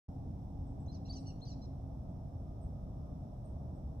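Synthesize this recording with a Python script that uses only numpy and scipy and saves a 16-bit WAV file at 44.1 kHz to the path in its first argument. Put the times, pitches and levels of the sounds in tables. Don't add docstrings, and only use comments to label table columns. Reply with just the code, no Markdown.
import sys
import numpy as np
from scipy import signal
from scipy.fft import rfft, irfft
from scipy.io import wavfile
from scipy.ndimage import uniform_filter1d

SR = 44100
rng = np.random.default_rng(int(sys.argv[2]) if len(sys.argv) > 2 else 0)


def waveform_to_disk(signal):
    frames = np.transpose(np.atleast_2d(signal))
    scaled = np.clip(frames, -1, 1) * 32767
    samples = np.round(scaled).astype(np.int16)
    wavfile.write(sys.argv[1], SR, samples)


N = 176400

# start in seconds, whistle length in seconds, top pitch in Hz, whistle level
# in dB, slur length in seconds, slur pitch in Hz, slur level in dB. 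Levels are before the throat.
CHIRP_CALLS = [(.857, .057, 4200, -61.5, .070, 1400, -69), (1.080, .039, 4630, -50.5, .082, 1480, -60.5),
               (1.399, .047, 4280, -55, .104, 1440, -64)]
# share of its length, share of the top pitch, level change in dB.
WHISTLE_SHAPE = [(0, .66, -9), (.2, .75, -7), (.36, .89, -9), (.48, .972, -1.5), (.7, 1, 0), (.9, .975, -1),
                 (1, .92, -12)]
# share of its length, level change in dB.
SLUR_SHAPE = [(0, -7), (.15, -4), (.3, -1.5), (.5, 1), (.75, -1), (1, -7)]
# start in seconds, length in seconds, pitch in Hz, level in dB before
# the throat, change to the second harmonic in dB.
NASAL_NOTES = [(1.047, 0.049, 1386, -67, 11), (1.248, 0.076, 1445, -66.5, 11), (1.61, 0.058, 1382, -71, -6)]
# frequency in Hz, gain in dB.
THROAT_GAIN = [(1300, -42), (2300, -25), (2850, -17), (3400, -14), (4100, -5.5), (4600, 0), (5100, -1),
               (5800, .5), (6400, -15), (7200, -23), (8400, -30), (9300, -31), (11000, -55)]
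# start in seconds, pitch in Hz, level before echo in dB, length in seconds.
FAR_TICKS = [(0.386, 7600, -99, 0.033), (0.665, 7860, -90.5, 0.023), (0.8, 8000, -85, 0.0099),
             (1.184, 8400, -86, 0.032), (1.262, 8300, -88, 0.04), (2.61, 8250, -85.5, 0.03),
             (3.441, 8380, -86.5, 0.028), (3.747, 8100, -93.5, .02)]
# time in seconds, level in dB.
TWITTER_LEVEL = [(0, -110), (2, -105), (3, -100), (3.65, -99), (3.85, -95), (4, -100)]
# time in seconds, pitch in Hz, level in dB.
ENGINE_HUM = [(.1, 269.6, -52.5), (.8, 271, -57), (1.4, 268.2, -61), (1.9, 265.2, -61.5), (2.3, 256.3, -65),
              (3.2, 258.4, -69.5), (4, 254, -73.5)]
# frequency in Hz, relative strength in dB.
RUMBLE_COLOUR = [(13, -36.5), (22, -11.5), (70, 0), (85, -2), (108, -3), (141, -3.5), (230, -13),
                 (258, -13.5), (290, -16.5), (371, -24.5), (480, -32.5), (620, -48), (1060, -120)]
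ROAR_COLOUR = [(300, -14.5), (480, -4), (640, -0.5), (780, -3), (1000, -13), (1300, -24), (1600, -31),
               (2200, -42)]
HISS_COLOUR = [(1060, -51), (1800, -6), (3230, -5), (3530, 0), (4330, -9), (4860, -6), (5360, 3.5),
               (6870, -11), (8350, -6), (8970, -14), (9370, -44), (9970, -12.5), (10800, -6), (12200, -10),
               (13200, -17), (14200, -10), (15000, -16)]
# time in seconds, level in dB.
RUMBLE_LEVEL = [(0, -43), (.7, -42.5), (1.3, -44), (2.2, -44), (2.8, -43), (4, -44)]
ROAR_EDGE_LEVEL = [(0, -88), (1.2, -86.5), (2.2, -80), (2.6, -79), (3.1, -77), (3.5, -83), (4, -83.5)]
# time in seconds, centre in Hz, level in dB.
ROAR_RESONANCE = [(0, 817.5, -69.5), (1.3, 728.3, -66), (2.4, 634.8, -65), (4, 630, -67)]
# frequency in Hz, likeness from 0 to 1.
STEREO_LIKENESS = [(60, 0.96), (150, 1), (280, 0.77), (600, 0.55), (1100, 0.1), (2000, 0), (4000, 0),
                   (14000, 0)]

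PLUNGE_S, SLUR_SAG = .009, .25
BREAK_AFTER_S, BREAK_WIDTH_S, BREAK_RASP_DB = .011, .008, 12
WHISTLE_JITTER, JITTER_PER_DB, SLUR_JITTER, BREAK_JITTER = .002, .003, .018, .11
NOTE_SAG, NOTE_DROOP, NOTE_JITTER = .16, .065, .013
TICK_FALL, TICK_JITTER, TICK_ECHO_DB = .056, .022, 8.5
JITTER_HZ, FLUTTER_HZ, FLUTTER_DB, HOARSE_DB = 900, 130, 3.5, -9.5
STONES_DB, BANK_DB, BANK_DELAY_S = -4.5, -13.5, .04
THROB_HZ, THROB_DB = 82, -56.5
ROAR_DB, ROAR_PAN_DB, HISS_DB = -60.5, 2.5, -81.5
BIRD_LAG_S, DISTANT_LAG_S, HISS_LAG_S = -.00045, -.00024, .0001868
START_S, TOP_HZ = .083, 15200


def chirps(t):
    out = np.zeros(N)
    for start, whistle_s, top_hz, whistle_db, slur_s, slur_hz, slur_db in CHIRP_CALLS:
        arch, effort_db = curve((t - start) / whistle_s, WHISTLE_SHAPE)
        since = np.clip(t - start - whistle_s, 0, slur_s)
        progress = since / slur_s
        slur = 1 - np.exp(-since / PLUNGE_S)
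        whistle = 1 - slur
        voice_break = (since > 0) * np.exp(-.5 * ((since - BREAK_AFTER_S) / BREAK_WIDTH_S) ** 2)
        hz = whistle * top_hz * arch + slur * slur_hz * (1 - SLUR_SAG * (progress - .5))
        jitter = whistle * (WHISTLE_JITTER - JITTER_PER_DB * effort_db)
        jitter += slur * SLUR_JITTER + voice_break * BREAK_JITTER
        hz *= 1 + jitter * wander(JITTER_HZ)
        db = whistle * (whistle_db + effort_db) + slur * (slur_db + curve(progress, SLUR_SHAPE)[0])
        sound = voice(hz, rough=slur, rasp_db=voice_break * BREAK_RASP_DB)
        out += gate((t - start) / (whistle_s + slur_s)) * gain(db) * sound
    return out


def soft_notes(t):
    out = np.zeros(N)
    for start, length, hz, db, second_db in NASAL_NOTES:
        progress = np.clip((t - start) / length, 0, 1)
        arch = 1 - NOTE_SAG * abs(2 * progress - 1) ** 3
        pitch = hz * (arch - NOTE_DROOP * (progress - .5) + NOTE_JITTER * wander(JITTER_HZ))
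        out += gate(progress, edge=.28) * gain(db) * voice(pitch, rough=1, second_db=second_db)
    return out


def voice(hz, rough, second_db=0, rasp_db=0):
    phase = phase_of(hz)
    out = rough * gain(HOARSE_DB + rasp_db) * stereo_noise(THROAT_GAIN)[0]
    for k in range(1, 7):
        flutter_db = rough * FLUTTER_DB * wander(FLUTTER_HZ)
        db = curve(k * hz, THROAT_GAIN)[0] + flutter_db + second_db * (k == 2)
        out += (k * hz < TOP_HZ) * gain(db) * tone(k * phase)
    return out


def riverbank_echoes(t, bird):
    late = np.interp(t - BANK_DELAY_S, t, bird)
    return gain(STONES_DB) * echo(bird, fade_s=.11) + gain(BANK_DB) * echo(late, fade_s=.55)


def far_ticks(t):
    out = np.zeros(N)
    for start, hz, db, length in FAR_TICKS:
        progress = np.clip((t - start) / length, 0, 1)
        pitch = hz * (1 - TICK_FALL * (progress - .5) + TICK_JITTER * wander(JITTER_HZ))
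        out += gain(db) * gate(progress, edge=.15) * tone(phase_of(pitch))
    return out + gain(TICK_ECHO_DB) * echo(out, fade_s=.3)


def twitter(t):
    calls = noise_band(hz=3560, width_hz=410) * gain(curve(t, TWITTER_LEVEL)[0] + 3 * wander(40))
    return echo(calls, fade_s=.23)


def engine(t):
    hz, db = curve(t, ENGINE_HUM)
    hum = gain(db + 3 * wander(4.5)) * tone(phase_of(hz * (1 + .012 * wander(13))))
    throb_gain = gain(THROB_DB + 2.5 * wander(3.45))
    throb = throb_gain * tone(phase_of(THROB_HZ * (1 + .019 * wander(11))))
    return ears(hum + throb, DISTANT_LAG_S) + gain(-14.5) * echo(hum, fade_s=.51)


def rumble(t):
    noise = stereo_noise(RUMBLE_COLOUR, DISTANT_LAG_S)
    return noise * gain(curve(t, RUMBLE_LEVEL)[0] + .31 * wander(7.6))


def roar(t):
    hz, db = curve(t, ROAR_RESONANCE)
    phase = phase_of(hz)
    resonance = gain(db) * (wander(220) * np.sin(phase) + wander(220) * np.cos(phase))
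    body = stereo_noise(ROAR_COLOUR, DISTANT_LAG_S) * gain(ROAR_DB + .5 * wander(4.3))
    pan = gain([[-ROAR_PAN_DB / 2], [ROAR_PAN_DB / 2]])
    edge = np.array([noise_band(hz=1225, width_hz=170) for _ in range(2)])
    return (body + resonance) * pan + edge * gain(curve(t, ROAR_EDGE_LEVEL)[0])


def hiss():
    return stereo_noise(HISS_COLOUR, HISS_LAG_S) * gain(HISS_DB)


def gain(db):
    return 10 ** (np.asarray(db) / 20)


def normalise(x):
    return x / np.sqrt(np.mean(x ** 2))


def wander(rate_hz):
    hold = max(int(SR / rate_hz), 1)
    steps = np.repeat(rng.standard_normal(N // hold + 1), hold)
    return 1.351 * uniform_filter1d(uniform_filter1d(steps, hold), hold)[:N]


def curve(x, table):
    first, *others = np.array(table, float).T
    return [np.interp(x, first, column) for column in others]


def over_hz(table):
    hz, value = np.array(table, float).T
    return np.interp(np.log(np.fft.rfftfreq(N, 1 / SR) + 1), np.log(hz), value)


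def phase_of(hz):
    return 2 * np.pi * np.cumsum(hz) / SR


def tone(phase):
    return np.sqrt(2) * np.sin(phase)


def gate(progress, edge=.08):
    return np.sin(np.pi / 2 * np.clip(np.minimum(progress, 1 - progress) / edge, 0, 1)) ** 2


def noise_band(hz, width_hz):
    f = np.fft.rfftfreq(N, 1 / SR) + 1
    off_centre = (f * f - hz * hz) / (f * width_hz)
    return normalise(irfft(rfft(rng.standard_normal(N)) / (1 + off_centre ** 2), N))


def stereo_noise(colour, lag_s=0):
    f = np.fft.rfftfreq(N, 1 / SR) + 1
    alike = np.clip(over_hz(STEREO_LIKENESS), -.99, .99)
    mid, side = rfft(rng.standard_normal((2, N))) * np.sqrt([1 + alike, 1 - alike])
    ends = np.minimum(1, np.minimum(f / colour[0][0], colour[-1][0] / f)) ** 6
    pair = np.array([mid + side, (mid - side) * np.exp(-2j * np.pi * f * lag_s)])
    return normalise(irfft(pair * ends * gain(over_hz(colour)), N))


def echo(x, fade_s):
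    t = np.arange(SR) / SR
    tails = rng.standard_normal((2, SR)) * np.exp(-np.log(1000) * t / fade_s)
    return np.array([signal.fftconvolve(x, tail / np.linalg.norm(tail))[:N] for tail in tails])


def ears(x, lag_s):
    delay = np.exp(-2j * np.pi * np.fft.rfftfreq(N, 1 / SR) * lag_s)
    return np.array([x, irfft(rfft(x) * delay, N)])


def scene():
    t = np.arange(N) / SR
    bird = chirps(t) + soft_notes(t)
    near = ears(bird, BIRD_LAG_S) + riverbank_echoes(t, bird)
    return near + far_ticks(t) + twitter(t) + engine(t) + rumble(t) + roar(t) + hiss()


def record(dry):
    opened = np.clip((np.arange(N) / SR - START_S) / .003, 0, 1)
    treble_cut = signal.ellip(8, .2, 70, TOP_HZ, fs=SR, output="sos")
    return signal.sosfilt(treble_cut, dry * opened)


dry = scene()
out = record(dry)
waveform_to_disk(out)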